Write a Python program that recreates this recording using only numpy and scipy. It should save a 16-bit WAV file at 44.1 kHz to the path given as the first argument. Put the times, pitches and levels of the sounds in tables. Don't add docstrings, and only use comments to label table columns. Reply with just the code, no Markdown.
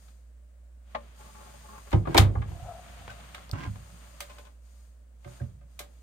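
import sys
import numpy as np
from scipy import signal
from scipy.fft import rfft, irfft, next_fast_len
from scipy.io import wavfile
from scipy.ndimage import uniform_filter1d

SR = 44100
rng = np.random.default_rng(int(sys.argv[2]) if len(sys.argv) > 2 else 0)


def wrap_up_sound(samples):
    columns = np.atleast_2d(samples).T
    tamed = np.clip(columns, -1, 1)
    steps = np.round(tamed * 32767).astype(np.int16)
    wavfile.write(sys.argv[1], SR, steps)


N = 265482
TIME = np.arange(N) / SR


def amp(db):
    return 10 ** (np.asarray(db) / 20)


def leaned(x, left_db):
    return x * amp([[left_db / 2], [-left_db / 2]])


def read(points, hz):
    f, value = np.transpose(points)
    return np.interp(np.log(hz + 1), np.log(f + 1), value)


def add(mix, s, sound):
    part = mix[:, round(s * SR):][:, :sound.shape[1]]
    part += sound[:, :part.shape[1]]


def colour(x, points):
    size = next_fast_len(x.shape[1] + SR // 10)
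    gain = amp(read(points, np.fft.rfftfreq(size, 1 / SR)))
    return irfft(rfft(x, size) * gain, size)[:, :x.shape[1]]


def band_rms(x, lo=0, hi=SR):
    hz = np.fft.rfftfreq(x.shape[1], 1 / SR)
    power = abs(rfft(x)[:, (hz >= lo) & (hz < hi)]) ** 2
    return np.sqrt(2 * power.sum(1).mean() + 1e-20) / x.shape[1]


def highpass(x, hz):
    return signal.sosfilt(signal.butter(3, hz, "high", fs=SR, output="sos"), x)


def resonate(x, hz, q):
    return signal.lfilter(*signal.iirpeak(hz, max(q, 1), SR), x)


def steadied(x, size):
    power = uniform_filter1d(np.mean(np.atleast_2d(x) ** 2, 0), size)
    return x / np.sqrt(abs(power) + 1e-20)


def lumps(lump_s):
    knots = np.arange(0, N / SR + lump_s, lump_s)
    return np.interp(TIME, knots, np.clip(rng.standard_normal(len(knots)), -1.5, 1.5))


# [f/Hz, correlation/1]
CHANNEL_LIKENESS = [(60, 0.94), (150, 0.86), (300, 0.086), (700, 0.1), (2000, 0.051), (8000, 0),
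                    (11500, 0.09), (16000, 1)]


def noise(size):
    a, b = rfft(rng.standard_normal((2, size)))
    same = np.clip(read(CHANNEL_LIKENESS, np.fft.rfftfreq(size, 1 / SR)), -1, 1)
    return irfft(np.array([a, same * a + np.sqrt(1 - same ** 2) * b]), size)


def ring(modes, t, pitch=1):
    hz, db, t60 = np.transpose(modes)[:, :, None]
    likeness = np.clip(read(CHANNEL_LIKENESS, hz), -1, 1)
    apart = np.arccos(likeness) / 2 * rng.choice([-1, 1], hz.shape)
    fade = amp(db - 60 * t / t60)
    return np.array([(fade * np.sin(2 * np.pi * hz * pitch * t + side * apart)).sum(0) for side in (-1, 1)])


# [f/Hz, t60/s]
CABIN_T60 = [(60, 1), (150, 1), (300, 0.69), (700, 0.3), (2000, 0.19), (5000, 0.15), (14000, 0.14)]


def cabin_tail(size):
    hz, t, z = signal.stft(noise(size), SR, nperseg=256)
    decay = amp(-60 * t / read(CABIN_T60, hz)[:, None])
    return signal.istft(z * decay, SR)[1][:, :size]


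STROKE_SAG_DB = 1


def stroke(start, length, db, rise_s, fall_s):
    along = np.clip((TIME - start) / length, 0, 1)
    early, late = np.maximum(start - TIME, 0), np.maximum(TIME - start - length, 0)
    return amp(db - STROKE_SAG_DB * (2 * along - 1) ** 2) * np.exp(-early / rise_s - late / fall_s)


def slips(per_s, spread_db):
    size = amp(spread_db * np.minimum(rng.exponential(1, N), 3))
    return (rng.random(N) < per_s / SR) * rng.choice([-1, 1], N) * size


def friction(tone, modes, ring_db, per_s, spread_db, grain_s, vary_db, count=4):
    t, out = np.arange(SR // 5) / SR, np.zeros((2, N))
    for _ in range(count):
        spot = [(hz, db + vary_db * rng.uniform(-1.1, 1), t60) for hz, db, t60 in modes]
        grain = noise(len(t)) * np.exp(-t / grain_s) + amp(ring_db) * ring(spot, t)
        out += signal.oaconvolve(slips(per_s / count, spread_db)[None], grain, axes=1)[:, :N]
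    return colour(out, tone)


def rubbing(rub, rows, sing_db, q, rise_s, fall_s):
    out = np.zeros((2, N))
    total = np.sqrt(sum(stroke(*row[:3], rise_s, fall_s) ** 2 for row in rows) + 1e-20)
    for start, length, db, hz in rows:
        voiced = rub + amp(sing_db) * resonate(rub, hz, q)
        gain = stroke(start, length, db, rise_s, fall_s)
        out += voiced / voiced.std() * gain ** 2 / total
    return out


BAND_EDGES_HZ = [200, 700, 2000, 6000, 15000]
# [f/Hz, level/dB]
CRACK_COLOUR = [(200, -3), (900, -1), (3000, -6), (15000, -7)]
# [f/Hz, density/(dB per Hz)]
WOOD_COLOUR = [(60, -30), (150, 0), (300, -1.5), (450, 0.5), (900, -2.5), (1250, -6), (1620, -5.5),
               (2300, -1), (2700, -4), (3700, -1), (5100, -5), (5900, -5), (8500, -2.5), (10500, -7),
               (14500, -8), (16000, -20)]
MODES_DB = -12


def knocks(rows, arch_db, modes_at, tail_db, crack_db, crack_s, rise_s, trim_db):
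    out, t = np.zeros((2, N)), np.arange(SR // 2) / SR
    bands = list(zip(BAND_EDGES_HZ, BAND_EDGES_HZ[1:]))
    centres = np.sqrt(np.prod(bands, axis=1))
    octaves = np.log2(centres / 1000)
    for s, db, brightness, contact_s, left_db in rows:
        band_db = db - arch_db * (octaves - brightness) ** 2
        crack = amp(crack_db) * colour(noise(len(t)), CRACK_COLOUR) * np.exp(-t / crack_s)
        tail = amp(tail_db) * cabin_tail(len(t)) + amp(MODES_DB) * ring(modes_at(s), t)
        press = 1 - np.exp(-t / max(contact_s, 1 / SR))
        hit = colour(press * (crack + tail * (1 - np.exp(-t / rise_s))), WOOD_COLOUR)
        for _ in range(2):
            now_db = [20 * np.log10(band_rms(hit[:, :SR // 50], *band)) for band in bands]
            hit = colour(hit, np.c_[centres, band_db - now_db])
        add(out, s, leaned(hit, left_db) * amp(trim_db))
    return out


# [f/Hz, level/dB rms]
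MACHINE_HUM = [(59.2, -50.5)]
# [f/Hz, density/(dB per Hz)]
AIR_COLOUR = [(20, -8), (45, -1), (70, -3), (110, -14), (160, -16), (215, -11), (400, -22), (570, -14),
              (850, -26), (1600, -27), (3200, -35), (5600, -38), (8400, -32), (12000, -42)]


def wander():
    return sum(np.sin(2 * np.pi * (f * TIME + rng.random())) for f in np.geomspace(.3, 5, 18)) / 3


def background(right_db=2.0, air_db=-69):
    drift, throb = wander(), wander()
    hz, db = MACHINE_HUM[0]
    phase = 2 * np.pi * np.cumsum(hz + .4 * drift) / SR
    hum = np.sqrt(2) * amp(db + .7 * throb) * np.sin(phase)
    air = colour(noise(N), AIR_COLOUR)
    air *= amp(air_db) / band_rms(air, 150, 16000)
    return leaned(hum, -right_db) + air


# [f/Hz, density/(dB per Hz)]
RUSTLE_COLOUR = [(100, 9), (200, 6.5), (400, -5.5), (600, 4.5), (850, -0.5), (1200, 2), (1800, -1.5),
                 (3300, -4), (5000, -15), (8000, -35.5)]
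# [f/Hz, density/(dB per Hz)]
HISS_COLOUR = [(1500, -23.5), (3500, -8), (4800, -0.5), (5600, -6), (6800, 2.5), (7600, -6), (8500, 3.5),
               (10500, -9.5), (12500, -7), (14500, -10.5), (15500, -21.5)]
# [t/s, length/s, rustle level/dB, hiss level/dB]
ARM_MOVES = [(0.0, 0.096, -73, -68), (0.914, 0.6, -66.5, -72.5), (1.19, 0.76, -63, -62),
             (2.092, 0.05, -56, -63), (2.27, 0.22, -67, -71), (2.49, 0.89, -61, -63.5),
             (2.843, 0.6, -58, -63.5), (3.593, 0.81, -64, -64), (4.656, 0.2, -76.5, -71),
             (5.287, 0.087, -64.5, -63.5), (5.717, 0.33, -76.5, -74)]


def sleeve(grain_db=1.0):
    patches = uniform_filter1d(rng.standard_normal(N), SR // 80)
    rustle = colour(noise(N) * amp(grain_db * patches / patches.std()), RUSTLE_COLOUR)
    hiss = colour(noise(N), HISS_COLOUR)
    rustle = rustle / band_rms(rustle, 1800, 4500)
    hiss = hiss / band_rms(hiss, 6000, 9500)
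    gains = [stroke(start, length, np.c_[db], rise_s=0.045, fall_s=0.094) for start, length, *db in ARM_MOVES]
    rustle_gain, hiss_gain = np.max(gains, 0)
    return rustle * rustle_gain + hiss * hiss_gain


# [t/s, level/dB before trim, brightness/octaves re 1 kHz, contact/s, left-right/dB]
SET_DOWN_HITS = [(0.947, -35, -0.053, 0.0043, 1.9)]
# [f/Hz, level/dB, t60/s]
OBJECT_MODES = [(227, 0.5, 0.28), (504, 1.7, 0.16), (576.4, 9, 0.21), (625, 16.9, 0.092), (790, 9, 0.067),
                (849.4, 11, 0.117), (1063, 13, 0.11), (1186, 8, 0.12), (1820, 3, 0.14), (1997, 28, 0.021),
                (2276, 9.5, 0.065)]


def set_down():
    return knocks(SET_DOWN_HITS, 3.5, lambda s: OBJECT_MODES, tail_db=-5.0, crack_db=20.0,
                  crack_s=0.0088, rise_s=0.0013, trim_db=3.5)


# [t/s, length/s, level/dB before swell]
HOLLOW_TONE_STROKE = (2.51, 0.68, -59)
# [f/Hz before bend, width/Hz per pass, level/dB]
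HOLLOW_TONE_RESONANCES = [(688.4, 50, 5), (655, 290, -8.5), (1294, 120, -12.5)]
SWELL_AT_S, SWELL_WIDTH_S, SWELL_DB = 2.694, 0.116, 15


def hollow_tone(left_db=3, bend=0.0127):
    drive = slips(per_s=500, spread_db=2)
    swell = np.exp(-((TIME - SWELL_AT_S) / SWELL_WIDTH_S) ** 2)
    tone = np.zeros(N)
    for hz, width_hz, db in HOLLOW_TONE_RESONANCES:
        q = hz / width_hz
        tone += amp(db) * resonate(resonate(drive, hz, q), hz, q)
    speed = 1 + bend * swell + .018 * lumps(.02)
    tone = np.interp(np.cumsum(speed), np.arange(N), tone)
    envelope = stroke(*HOLLOW_TONE_STROKE, rise_s=0.023, fall_s=0.029) * amp(SWELL_DB * swell)
    flutter = amp(2.5 * lumps(.016))
    return leaned(steadied(tone, size=SR // 22) * flutter * envelope, left_db)


# [f/Hz, density/(dB per Hz)]
HINGE_COLOUR = [(100, -4.5), (220, -3.5), (400, 0.5), (600, -5), (850, -4), (1200, 1), (1600, -3),
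                (3000, -13), (6000, -21.5)]
# [f/Hz, level/dB before variation per spot, t60/s]
SWING_MODES = [(212.2, -1, 0.23), (417, -2.5, .15), (579, 2, 0.26), (732, 0, .14), (854.4, 3.5, 0.21),
               (1076.4, -1, 0.14), (1144, 0, 0.11), (1370, 0, 0.1), (1590, -4.5, 0.083), (2260, -3, .08),
               (2720, -2, .08)]
# [t/s, length/s, level/dB, favoured f/Hz]
SWING_STROKES = [(1.2, 0.1, -55.5, 870), (1.351, 0.06, -53.5, 1199), (1.41, 0.089, -54, 580),
                 (1.543, .01, -53.5, 603), (1.646, 0.016, -53, 860), (1.689, 0.03, -50.5, 1072),
                 (1.733, 0.05, -48, 1140), (1.87, 0.02, -54.5, 1130), (3.753, 0.37, -66, 580),
                 (4.287, 0.207, -64.5, 750), (5.273, 0.22, -71, 595)]


def hinges(left_db=1):
    rub = friction(HINGE_COLOUR, SWING_MODES, ring_db=-21, per_s=320, spread_db=3, grain_s=0.003, vary_db=4)
    rub = steadied(rub, size=SR // 20)
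    return leaned(rubbing(rub, SWING_STROKES, sing_db=-1.5, q=7, rise_s=0.007, fall_s=0.02), left_db)


# [t/s, level/dB, brightness/octaves re 1 kHz, contact/s, left-right/dB]
HINGE_TICKS = [(4.296, -52, 0.18, 0.0063, 0.82), (4.366, -63, -.6, .002, 0.31),
               (4.383, -54.5, 0.62, 0.0026, -1), (4.393, -55.5, -0.93, 0.0031, 0),
               (4.45, -61.5, 0.6, 0.0031, 0.93), (4.468, -60.5, -0.16, 0.0018, 1)]
# [f/Hz, level/dB, t60/s]
HINGE_TICK_MODES = [(585, 3, 0.087), (1040, -0.5, .14), (1500, -2, 0.065), (2530, -1, 0.066),
                    (2940, -5.5, 0.074), (3420, -9, .07), (7000, -9, .04)]


def ticks():
    return knocks(HINGE_TICKS, 1.5, lambda s: HINGE_TICK_MODES, tail_db=-10, crack_db=10,
                  crack_s=.003, rise_s=.001, trim_db=0)


# [t/s, level/dB before trim, brightness/octaves re 1 kHz, contact/s, left-right/dB]
DOOR_JOLTS = [(4.205, -44, 0.49, 0.00091, -11.5), (4.214, -50, -0.69, 0.0018, -7),
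              (5.245, -51, 0.35, 0.0027, -3), (5.256, -45, -2.1, .002, -10), (5.275, -52, -0.47, .001, -5),
              (5.404, -45, -1.8, 0.0017, -10.5), (5.415, -52, -0.027, .001, -1),
              (5.61, -61.5, -.2, 0.0044, -3)]
# [f/Hz, level/dB, t60/s]
LOOSE_MODES = [(363.5, -4.5, 0.19), (576, 6, 0.2), (711, 3, 0.13), (1230, -1.5, .1), (1570, -3, 0.13),
               (2105, -9, 0.11), (2600, -2.5, .05)]


def jolts():
    return knocks(DOOR_JOLTS, 3, lambda s: LOOSE_MODES, tail_db=-8.5, crack_db=10,
                  crack_s=0.0029, rise_s=0.00074, trim_db=-3)


# [t/s, length/s, f/Hz, level/dB]
SLIP_CHIRPS = [(2.051, 0.018, 1180, -41), (2.168, .006, 2280, -23), (3.091, 0.033, 1505, -45),
               (5.399, 0.012, 1605, -52)]
CHIRP_Q = 19


def chirps():
    out = np.zeros((2, N))
    for s, length, hz, db in SLIP_CHIRPS:
        size = max(round(length * SR), 16)
        tone = resonate(resonate(noise(SR // 5), hz, CHIRP_Q), hz, CHIRP_Q)[:, -size:]
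        add(out, s, amp(db) * tone / band_rms(tone) * signal.windows.tukey(tone.shape[1], .5))
    return out


# [t/s, level/dB, brightness/octaves re 1 kHz, contact/s, left-right/dB]
KNOB_RATTLES = [(2.052, -45.5, 0.16, 0.0027, 2.4), (2.071, -37, -0.42, .002, 2.5),
                (2.352, -36.5, -0.39, 0.0024, 1), (2.418, -44, 0.43, 0.0028, 1.4)]
# [f/Hz, level/dB, t60/s]
KNOB_MODES = [(565, -14.5, 0.16), (715, -4.5, .16), (813, 2.5, 0.097), (1100, 2, 0.09), (1190, 0.5, 0.11),
              (1430, -5.5, .1), (1659, 0.5, .11), (2138, -5, 0.11), (3790, -15.5, .05)]


def knob():
    return knocks(KNOB_RATTLES, 5, lambda s: KNOB_MODES, tail_db=-7, crack_db=12,
                  crack_s=.004, rise_s=.001, trim_db=0)


# [f/Hz, density/(dB per Hz)]
DRAG_COLOUR = [(71, -32.5), (120, 9.5), (252, 0), (307, 7), (403, -6), (567, -4), (692, -3.5), (1030, -4),
               (1900, -14.5), (2160, -13.5), (9000, -33.5), (11700, -59.5), (19800, -120)]
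# [f/Hz, density/(dB per Hz)]
GRIT_SPECTRUM = [(300, -24), (1200, -8), (2000, 4), (3200, -3), (4000, -9), (6000, -12), (10000, -26)]
# [f/Hz, level/dB before variation per spot, t60/s]
DRAG_MODES = [(593, 1, 0.044), (1041, 5.5, 0.08), (1136, -3, 0.067), (1610, 1, 0.17), (1770, -4.5, .06),
              (2190, -2, 0.051), (2760, 1, .06), (3340, -2.5, 0.06)]
# [t/s, length/s, level/dB, favoured f/Hz]
DRAG_STROKES = [(2.11, 0.035, -42.5, 1590), (3.533, 0.022, -38, 1390), (3.566, 0.037, -40.5, 1500),
                (3.612, 0.062, -40.5, 1900)]
# [t/s, length/s, level/dB]
GRIT_STROKE = (3.612, 0.039, -48)


def scrape(right_db=3):
    rub = friction(DRAG_COLOUR, DRAG_MODES, ring_db=-25, per_s=700, spread_db=2.5, grain_s=0.0035, vary_db=4)
    rub = steadied(rub, size=SR // 25)
    drag = rubbing(rub, DRAG_STROKES, sing_db=-6, q=3, rise_s=.004, fall_s=0.014)
    grit = friction(GRIT_SPECTRUM, DRAG_MODES, ring_db=-27, per_s=520, spread_db=3, grain_s=0.0015, vary_db=6)
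    grit = steadied(grit, size=SR // 25) * stroke(*GRIT_STROKE, rise_s=0.041, fall_s=0.012)
    return leaned(drag + grit, -right_db)


# [f/Hz, relative level/dB, t60/s before extra damping]
CATCH_MODES = [(1904, -21, .08), (2940, -21.5, .07), (3250, -22, .07), (3610, -8.5, .04), (4380, -2, 0.012),
               (4754, -2.5, 0.0054), (4800, -10, 0.02), (4920, -17.5, .06), (5440, -22.5, 0.06),
               (8100, -11.5, 0.016), (12050, -12, .008), (14200, -15.5, 0.008)]
# [t/s, gain/dB, high-pass f/Hz, extra damping/(dB/s)]
CATCH_SNAPS = [(2.1773, -5.5, 1790, 500), (2.181, -2.5, 1195, 298), (3.494, -32, 3300, 5000),
               (3.5135, -18.5, 3400, 5997)]


def snaps(tail_db=-27, rise_s=.00012):
    out, t = np.zeros((2, N)), np.arange(SR // 5) / SR
    for s, db, lowest_hz, damping_db_per_s in CATCH_SNAPS:
        spring = ring(CATCH_MODES, t) * (1 - np.exp(-t / rise_s)) * amp(-abs(damping_db_per_s) * t) / 2
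        tail = amp(tail_db) * colour(cabin_tail(len(t)), WOOD_COLOUR)
        add(out, s, amp(db) * highpass(spring + tail, lowest_hz))
    return out


# [f/Hz before pitch factor, relative level/dB, t60/s before extra damping]
CABINET_MODES = [(49.45, -16, 0.84), (76, -0.5, 0.14), (101.54, -1, 0.41), (133.5, -14, 0.58),
                 (185.3, -9.5, 0.16), (232, -16.5, 0.27)]
# [t/s, gain/dB, contact/s, pitch factor/1, extra damping by the hand/(dB/s)]
CABINET_THUMPS = [(1.943, -7.5, 0.0041, 1.03, 110.5), (2.081, -24.5, 0.0032, 1.4, 49),
                  (2.153, -20, 0.0046, .95, 47), (2.195, -5.5, 0.0045, .98, 8),
                  (2.372, -8.5, 0.016, 1.04, 18.5), (2.489, -29, 0.0035, 0.9, 9),
                  (2.626, -33.5, 0.0061, 0.99, 5.5), (2.995, -42.5, .004, .85, 30),
                  (3.079, -41, .003, 1.1, 40.5), (3.529, -20.5, 0.0061, 0.94, 300.5),
                  (3.538, -24.5, .005, 1, 399.5), (3.676, -24, 0.0017, 1.0, 46),
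                  (3.924, -47.5, 0.0016, 1.7, 110), (5.262, -34, 0.0028, 1.2, 97),
                  (5.411, -28.5, 0.0029, 1.2, 247), (5.42, -24, .003, 1.2, 250),
                  (5.433, -28, 0.0043, 1.2, 157)]


def thumps(swell_s=0.0025, rumble_db=-24, rumble_hz=170, right_db=2.0):
    out, t = np.zeros((2, N)), np.arange(SR) / SR
    rumble_band = signal.butter(3, [55, rumble_hz], "band", fs=SR, output="sos")
    for s, db, contact_s, pitch, damping_db_per_s in CABINET_THUMPS:
        rumble = signal.sosfilt(rumble_band, cabin_tail(len(t)))
        rumble *= amp(rumble_db) / band_rms(rumble[:, :SR // 10])
        push = t * np.exp(-t / (contact_s / 6))
        boom = ring(CABINET_MODES, t, pitch) * amp(-abs(damping_db_per_s) * t)
        boom = (boom + rumble) * (1 - np.exp(-t / swell_s))
        add(out, s, amp(db) * signal.fftconvolve(boom, push[None] / push.sum(), axes=1)[:, :len(t)])
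    return leaned(out, -right_db)


# [f/Hz, level/dB, t60/s]
SEATED_MODES = [(300, 2, .18), (336, 9, .22), (375, 3, .14), (420, -2, .12), (518, -3, .16), (611, -9, .18),
                (648, -7, .18), (740, -1, .17), (801, 4, .15), (950, 2, .12), (1046, 2, .14),
                (1221, -2, .14), (1288, -3, .14), (1587, -5, .14), (2063, -2, .12), (2182, -1, .12),
                (2299, -4, .1), (2999, -1, .1), (3750, 1, .08), (4150, -2, .08), (5141, 0, .1)]
# [f/Hz, level/dB, t60/s]
FREE_MODES = [(230, -6, .22), (370, -7, .18), (583, 4, .26), (740, 3, .17), (830, -2, .14), (1090, -4, .13),
              (1230, 0, .15), (1610, 2, .14), (2080, -2, .12), (2460, -4, .1), (2910, -4, .1),
              (3850, -2, .11)]
# [from t/s, to t/s]
SEATED_SPAN = (1.9, 2.6)


def door_modes(s):
    return SEATED_MODES if SEATED_SPAN[0] < s < SEATED_SPAN[1] else FREE_MODES


# [t/s, level/dB before trim, brightness/octaves re 1 kHz, contact/s, left-right/dB]
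METAL_CLACKS = [(1.907, -60, 3.2, 0.00063, 2.5), (2.145, -35.5, 1.1, 0.00087, -1.5),
                (2.177, -22.5, 1.1, 0.0003, 4), (2.181, -17.5, 0.4, 0.00054, -0.5),
                (2.184, -32, 4, 0.00076, 0), (4.204, -41, 2.28, 0.0022, -2),
                (5.791, -42, 2.2, 0.0029, -3.5)]


def metal():
    return knocks(METAL_CLACKS, 1.54, door_modes, tail_db=3, crack_db=24,
                  crack_s=.0028, rise_s=0.0012, trim_db=-1)


# [t/s, level/dB, brightness/octaves re 1 kHz, contact/s, left-right/dB]
WOOD_KNOCKS = [(0.082, -72, 1, 0.0019, 14), (1.915, -46, 0.52, 0.004, -2), (1.928, -36.5, 0.27, 0.0017, -2),
               (1.932, -26, -1.32, 0.004, 0), (2.074, -34, -1.04, 0.00083, 0.5),
               (2.146, -20.5, -0.64, 0.0063, -2.5), (2.157, -26.5, -2.2, 0.001, 6),
               (2.167, -30, 0.96, 0.0028, -6), (2.487, -60, -1.1, 0.00053, 15),
               (2.517, -53.5, -0.67, 0.00076, 2), (3.078, -46.5, 0.21, 0.00043, -1),
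               (3.1, -54.5, 0.81, 0.0054, 13.5), (3.345, -44.5, 1, 0.0033, -2),
               (3.38, -52.5, 0.12, 0.0014, 1), (3.495, -53.5, -0.67, 0.0025, -1),
               (3.757, -54, -0.11, 0.00069, 1), (5.801, -48, -0.55, 0.0023, -2)]


def wood():
    return knocks(WOOD_KNOCKS, 2.5, door_modes, tail_db=-2, crack_db=19,
                  crack_s=.0045, rise_s=.001, trim_db=0)


def scene():
    beneath = background() + sleeve() + set_down() + hollow_tone()
    swinging = hinges() + ticks() + jolts()
    handling = chirps() + knob() + scrape() + snaps()
    return beneath + swinging + handling + thumps() + metal() + wood()


# [f/Hz, left-right/dB]
MIC_LEAN = [(150, -0.5), (350, 1.5), (550, 3), (1000, 2), (2000, 0), (4000, 3.5), (7000, 8.5), (11000, -1)]
EDGE_HZ = 16200


def record(dry):
    heard = colour(dry, [(20, -24), (38, -12), (50, 0), (100, 0)])
    ears = []
    for ear, side in zip(heard, (1, -1)):
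        ears.append(colour(ear[None], [(hz, side * db / 2) for hz, db in MIC_LEAN]))
    lowpass = signal.firwin(511, EDGE_HZ, window=("kaiser", 9), fs=SR)
    return signal.oaconvolve(np.clip(np.vstack(ears), -.9, .9), lowpass[None], "same")


dry = scene()
out = record(dry)
wrap_up_sound(out)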